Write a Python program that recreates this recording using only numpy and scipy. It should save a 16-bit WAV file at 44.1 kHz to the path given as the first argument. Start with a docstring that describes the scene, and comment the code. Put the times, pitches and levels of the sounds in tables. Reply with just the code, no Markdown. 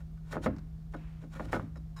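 """Wooden gears under a table

The gears are turned in two pushes, close by in a quiet room with a steady hum and a low rumble.
Their teeth slide and creak, then drop into place with a clunk that rings the frame.
A metal shaft ticks and chafes in its bearing, and the table rumbles with each push."""
import sys
import numpy as np
from scipy import signal
from scipy.io import wavfile

SR = 44100
rng = np.random.default_rng(int(sys.argv[2]) if len(sys.argv) > 2 else 0)


def file_out(sig):
    """Save sig as 16-bit WAV at sys.argv[1]."""
    # one column per channel
    cols = np.atleast_2d(sig).T
    # limit, then scale
    lim = np.clip(cols, -1, 1)
    pcm = np.round(lim * 32767).astype(np.int16)
    wavfile.write(sys.argv[1], SR, pcm)


N = 88200
T = np.arange(N) / SR
BAND_EDGES = 22 * 2 ** np.arange(0, 9.8, 1 / 3)  # Hz, three bands to the octave
BAND_CENTRES = np.sqrt(BAND_EDGES[1:] * BAND_EDGES[:-1])

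# tones of the room's hum: f/Hz, level/dB
HUM_TONES = [(159.5, -46), (41.3, -51), (212, -78)]
# colour (strength from low to high) of the room's noise: f/Hz, relative level/dB
AIR_COLOUR = [(25, -35), (42, -1), (62, 4.5), (85, -10.5), (120, -7.5), (200, -18.5), (300, -27),
              (550, -36), (1200, -40.5), (2500, -49), (4500, -49.5), (9000, -56), (13000, -56),
              (16000, -62.5)]
# two pitches where that noise sounds hollow: f/Hz, width/Hz, relative level/dB
HOLLOW_MODES = [(376, 30, -10), (693, 27, 1.5)]

# pushes that shake the table: start/s, end/s, level/dB
PUSHES = [(0.32, .56, -54.5), (1.326, 1.704, -45.5)]
# the table's modes (pitches it likes to ring at): f/Hz, width/Hz, relative level/dB
TABLE_MODES = [(65, 10.4, -3.5), (102, 7.9, -2)]

# the shaft chafes in its bearing: t/s, length/s, level/dB
SHAFT_CHAFES = [(0.962, 0.01, -64.5), (1.757, .006, -59.5), (1.770, 0.0081, -58.5), (1.964, 0.046, -51.5)]
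# ring of the shaft: f/Hz, width/Hz, relative level/dB
SHAFT_MODES = [(1060, 120, 9.5), (1380, 51, 4.5), (1650, 140, -7), (3854, 34, 6.5), (5100, 69, -1),
               (5160, 37, -4), (6620, 98, -11), (6800, 81, -11), (9400, 110, -16)]
# ticks of the loose shaft: t/s, level/dB
SHAFT_TICKS = [(0.564, -51), (0.584, -49)]
# colour of a tick: f/Hz, relative level/dB
TICK_COLOUR = [(700, 10.5), (1700, 4.5), (3000, -11), (4200, -1), (7000, -7.5), (8500, -18), (15000, -27)]

# loudness of the soft rub: t/s, level/dB
RUB_CURVE = [(.95, -81), (.97, -64), (1.05, -64.5), (1.18, -70), (1.28, -88)]
# colour of the rub: f/Hz, relative level/dB
RUB_COLOUR = [(400, -2), (1000, 2.5), (1600, 0), (2500, 0), (3300, -7.5), (5000, -18), (9000, -24),
              (15000, -41)]

# a tooth creaks as it lets go: t/s, length/s, level/dB
TOOTH_CREAKS = [(.174, 0.0052, -60.5), (.323, 0.023, -48), (.937, .017, -49.5), (1.533, .034, -40.5)]
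# ring of one tooth: f/Hz, width/Hz, relative level/dB
TOOTH_MODES = [(1286, 31, 1.5), (1468, 33, 2), (1756, 35, -10.5)]

# teeth sliding (an early end cuts the swell short): start/s, peak/s, end/s, level/dB, treble/dB
TOOTH_SLIDES = [(0, 0.003, 0.035, -58.5, -4), (0.221, 0.307, 0.38, -60, 1), (0.308, .326, 0.34, -45.5, 5),
                (0.308, 0.35, 0.38, -49, -5.5), (0.353, .368, 0.36, -55, 4), (0.413, 0.444, 0.48, -44, 3.5),
                (0.914, 0.928, .942, -64.5, 5), (1.202, 1.219, 1.295, -64, 1),
                (1.299, 1.352, 1.344, -52, 3), (1.333, 1.36, 1.401, -47, -7.5),
                (1.368, 1.408, 1.505, -54.5, -3.5), (1.437, 1.463, 1.458, -52.5, 5),
                (1.464, 1.496, 1.52, -54, -23), (1.509, 1.529, 1.61, -47.5, 2),
                (1.52, 1.526, 1.525, -43.5, 3), (1.596, 1.622, 1.64, -61, -5)]
# colour of a slide: f/Hz, relative level/dB
SLIDE_COLOUR = [(200, 10), (500, -3.5), (900, 3), (1500, -3), (2200, -10.5), (3000, -8.5), (5000, -15.5),
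                (7000, -16.5), (10000, -23), (13000, -39), (16000, -38)]
# ring of the gear under a slide: f/Hz, width/Hz, relative level/dB
GEAR_MODES = [(536, 23, 11.5), (1454, 66, 6.5), (1810, 57, 2.5), (2280, 52, -1), (3100, 34, -12.5),
              (3770, 180, -9.5), (5340, 96, -10), (5670, 37, -11), (6600, 135, -12), (7040, 100, -16),
              (9040, 290, -17.5), (10900, 60, -23), (13400, 130, -18)]

# teeth dropping into place: t/s, level/dB, bass/dB, treble cut-off/Hz, crack/dB
TOOTH_KNOCKS = [(0.3223, -49, -22, 3000, -3), (.3275, -33.5, -3, 1800, 0), (0.341, -37.5, 10, 2270, -13),
                (.3545, -30, 2, 910, -8), (.3678, -33, -2.5, 1290, 9.5), (.3755, -31, 2, 900, -10),
                (0.4606, -20, 5.5, 1735, 0), (0.4687, -27.5, 8, 1310, 0.5), (.936, -39, -4, 1510, -1.5),
                (.943, -35.5, 4, 1280, -17), (1.224, -51.5, 7.5, 1110, -15), (1.238, -46, 6, 1040, -3),
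                (1.3961, -30.5, -1, 1400, 4.5), (1.406, -37.5, -1, 1260, 6.5), (1.455, -45.5, 9, 1310, -1),
                (1.5305, -22.5, -1.5, 1730, 6), (1.5426, -26.5, -3.5, 1950, -7),
                (1.548, -33, -8, 1400, -27), (1.558, -33, 8, 1230, -15), (1.563, -29, -26, 1400, -16),
                (1.5964, -37, -18, 1400, 10), (1.626, -48.5, 22.5, 1310, 0), (1.758, -46, -14, 1590, 2.5),
                (1.77, -55, 12, 1230, 4)]
# ring of the gears and frame: f/Hz, relative level/dB, t60/s (time to fade by 60 dB)
FRAME_MODES = [(212.3, -12.5, 0.24), (243.7, -13.5, 0.15), (270.3, -11.5, 0.23), (301.2, -17.5, 0.39),
               (326.8, -15.5, 0.19), (372, -22, 0.11), (433.3, -12, 0.1), (520.4, -14, 0.14),
               (558, -12.5, 0.12), (613.6, -15, .14), (700, -15.5, 0.15), (731, -23.5, 0.13),
               (826.4, -11.5, 0.045), (975.5, -17.5, 0.061), (1162, -26.5, 0.11), (1277, -12, 0.072),
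               (1400, -18, 0.14), (1453, -9, 0.033), (1784, -7, 0.034), (1842, -29.5, 0.15),
               (2147, -15, 0.075)]
# colour of the wood's noisy ring between those modes: f/Hz, relative level/dB
WOOD_COLOUR = [(60, -4.5), (105, -1), (150, -6), (240, 3), (500, -1.5), (1000, 0.5), (1500, 1), (2200, -6),
               (3200, -13.5), (6000, -21.5), (15000, -15)]
# how long that noisy ring lasts: f/Hz, t60/s
WOOD_RING_TIMES = [(100, 0.48), (250, 0.3), (600, 0.075), (1500, 0.031), (4000, 0.071), (12000, 0.021)]

BASS_HZ, TREBLE_HZ = 338, 3000  # where the bass ends and the treble begins


def from_db(db):
    """Turn decibels into a gain to multiply by."""
    return 10 ** (np.asarray(db) / 20)


def at_hz(points, hz):
    """Read between a table's rows, with octaves evenly spaced."""
    freqs, values = np.transpose(points)
    return np.interp(np.log(hz), np.log(freqs), values)


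def fade(t, t60):
    """A gain that falls by 60 dB in t60 seconds."""
    return np.exp(-np.log(1000) * t / t60)


def bursts(events):
    """A gain that switches on for the length of each event."""
    return sum(from_db(db) * ((T >= start) & (T < start + length)) for start, length, db in events)


def split_bands(noises):
    """Make a row of bands, low to high, taking turns between two unrelated noises."""
    run_in = N // 4  # lets the filters settle
    padded = np.hstack([noises[:, -run_in:], noises])
    filters = [signal.butter(2, edges, "band", fs=SR, output="sos")
               for edges in zip(BAND_EDGES, BAND_EDGES[1:])]
    return np.array([signal.sosfilt(sos, padded[k % 2])[run_in:] for k, sos in enumerate(filters)])


def band_gains(colour):
    """Gains that mix bands of white noise into this colour, at an average power of 1."""
    gains = from_db(at_hz(colour, BAND_CENTRES))
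    return gains / np.sqrt(np.sum(gains ** 2 * np.diff(BAND_EDGES)) * 2 / SR)


def coloured_noise(colour):
    """Steady noise with the given colour."""
    return band_gains(colour) @ split_bands(rng.standard_normal((2, N)))


def resonate(force, modes):
    """Let a force ring all the modes at once; white noise keeps its power."""
    out, power = 0, 0
    for hz, width_hz, db in modes:
        decay = np.exp(-np.pi * width_hz / SR)  # share of the ring left after one sample
        feed = np.array([1, 0, -1]) * (1 - decay ** 2) / 2
        feedback = [1, -2 * decay * np.cos(2 * np.pi * hz / SR), decay ** 2]
        out = out + from_db(db) * signal.lfilter(feed, feedback, force + 1e-18)
        power += from_db(db) ** 2 * (1 - decay)
    return out / np.sqrt(power)


def friction(slips_per_s=2300, spread_db=2.5, slip_share=0.49):
    """Rubbing makes tiny slips of uneven size over a smooth hiss."""
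    sizes = from_db(spread_db * np.minimum(rng.exponential(1, N), 4)) * rng.choice([-1, 1], N)
    slips = sizes * (rng.random(N) < slips_per_s / SR)
    slips /= np.sqrt(np.mean(slips ** 2) + 1e-20)
    return np.sqrt(slip_share) * slips + np.sqrt(1 - slip_share) * rng.standard_normal(N)


def room_tone():
    """A steady hum over a rumble and a faint, hollow hiss."""
    hum = sum(from_db(db) * np.sqrt(2) * np.sin(2 * np.pi * (hz * T + rng.random()))
              for hz, db in HUM_TONES)
    hollow = from_db(-78) * resonate(rng.standard_normal(N), HOLLOW_MODES)
    return hum + hollow + from_db(-47) * coloured_noise(AIR_COLOUR)


def table_rumble():
    """Each push swells and fades, shaking the table's low modes."""
    swell = sum(from_db(db) * np.sin(np.pi * np.clip((T - start) / (end - start), 0, 1))
                for start, end, db in PUSHES)
    return resonate(swell * rng.standard_normal(N), TABLE_MODES)


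def shaft(bounce_s=0.0072, bounce_db=-10, tick_t60_s=0.026):
    """Chafing rings the metal shaft; being loose, it also gives dry ticks that bounce once."""
    chafing = resonate(friction() * bursts(SHAFT_CHAFES), SHAFT_MODES)
    bounces = [(start + bounce_s, db + bounce_db) for start, db in SHAFT_TICKS]
    tick_level = sum(from_db(db) * (T >= start) * fade(np.abs(T - start), tick_t60_s)
                     for start, db in [*SHAFT_TICKS, *bounces])
    return chafing + tick_level * coloured_noise(TICK_COLOUR)


def soft_rub(friction_bands):
    """Quiet friction goes on between the pushes."""
    level_db = np.interp(T, *np.transpose(RUB_CURVE), left=-np.inf, right=-np.inf)
    return from_db(level_db) * (band_gains(RUB_COLOUR) @ friction_bands)


def creaks():
    """Short bursts of friction ring a single tooth."""
    return resonate(bursts(TOOTH_CREAKS) * friction(), TOOTH_MODES)


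def slides(friction_bands, swell_db=24.5, ring_db=-3.5):
    """Tooth rubs on tooth: grainy friction swells, fades and rings the gear."""
    treble = 1 / (1 + (TREBLE_HZ / BAND_CENTRES) ** 4)
    slips, out = friction(), np.zeros(N)
    for start, peak, end, db, treble_db in TOOTH_SLIDES:
        from_peak = np.abs(np.interp(T, [start, peak, end], [-1, 0, 1]))
        level = from_db(db - swell_db * from_peak ** 1.58) * (from_peak < 1)
        gains = band_gains(SLIDE_COLOUR) * from_db(treble_db * treble)
        out += level * (gains @ friction_bands)
        modes = [(hz, width, mode_db + treble_db * (hz > TREBLE_HZ)) for hz, width, mode_db in GEAR_MODES]
        out += from_db(ring_db) * resonate(level * slips, modes)
    return out


def blow_gain(hz, bass_db, cut_hz):
    """A heavy blow moves the frame more and adds bass; a soft one loses treble."""
    return from_db(bass_db / (1 + (hz / BASS_HZ) ** 4)) / np.sqrt(1 + (hz / cut_hz) ** 4)


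def crack(t, cut_hz, low_hz=460, hard_hz=1900):
    """The contact itself: a short pulse with a faint snap on top, which softer contacts lose."""
    top_hz = max(1.032 * cut_hz, 2 * low_hz)
    band = signal.butter(4, [low_hz, top_hz], "band", fs=SR, output="sos")
    pulse = signal.sosfilt(band, (t == 0) + 1e-18)
    hardness = min(cut_hz / hard_hz, 1) ** 4
    snap = from_db(-26.5) * hardness * fade(t, t60=0.0103) * rng.standard_normal(len(t))
    return pulse / np.abs(pulse).max() + snap


def knocks(rise_s=0.0013):
    """A tooth drops into place: it cracks, rings the frame and the wood, and echoes faintly."""
    t, out = T[:N // 4], np.zeros(2 * N)
    noise = split_bands(rng.standard_normal((2, N)))
    wood_fade = from_db(-6) * fade(t, at_hz(WOOD_RING_TIMES, BAND_CENTRES)[:, None])
    room_fade = from_db(-26) * fade(t, t60=0.42)
    band_levels = (wood_fade + room_fade) * band_gains(WOOD_COLOUR)[:, None] * (1 - np.exp(-t / rise_s))
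    for start_s, db, bass_db, cut_hz, crack_db in TOOTH_KNOCKS:
        offset = rng.integers(N - len(t))
        noisy_ring = band_levels * noise[:, offset:offset + len(t)]
        knock = blow_gain(BAND_CENTRES, bass_db, cut_hz) @ noisy_ring
        knock += from_db(crack_db) * crack(t, cut_hz)
        for k, (hz, mode_db, t60) in enumerate(FRAME_MODES):
            rise = 1 - np.exp(-t * hz / (rise_s * BASS_HZ))  # low modes build up more slowly
            gain = (-1) ** k * from_db(mode_db + rng.normal(0, 2.1)) * blow_gain(hz, bass_db, cut_hz)
            knock += gain * rise * fade(t, t60) * np.sin(2 * np.pi * hz * t)
        start = int(start_s * SR)
        out[start:start + len(t)] += from_db(db) * knock
    return out[:N]


def scene():
    """The room and the gears, added into one channel."""
    room = room_tone()
    friction_bands = split_bands(np.array([friction(), friction()]))
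    rubbing = soft_rub(friction_bands) + slides(friction_bands)
    return (room + rubbing + shaft() + knocks() + creaks() + table_rumble())[None]


def record(dry, dip_hz=10400, dip_width_hz=530, dip_share=0.42, low_cut_hz=29, high_cut_hz=15750):
    """The microphone has a dip in the treble and loses the deepest bass and the very top."""
    notched = signal.lfilter(*signal.iirnotch(dip_hz, dip_hz / dip_width_hz, fs=SR), dry)
    sound = dry + dip_share * (notched - dry)
    sound = signal.sosfilt(signal.butter(4, low_cut_hz, "high", fs=SR, output="sos"), sound)
    return signal.sosfilt(signal.ellip(12, .1, 80, high_cut_hz, fs=SR, output="sos"), sound)


dry = scene()
out = record(dry)
file_out(out)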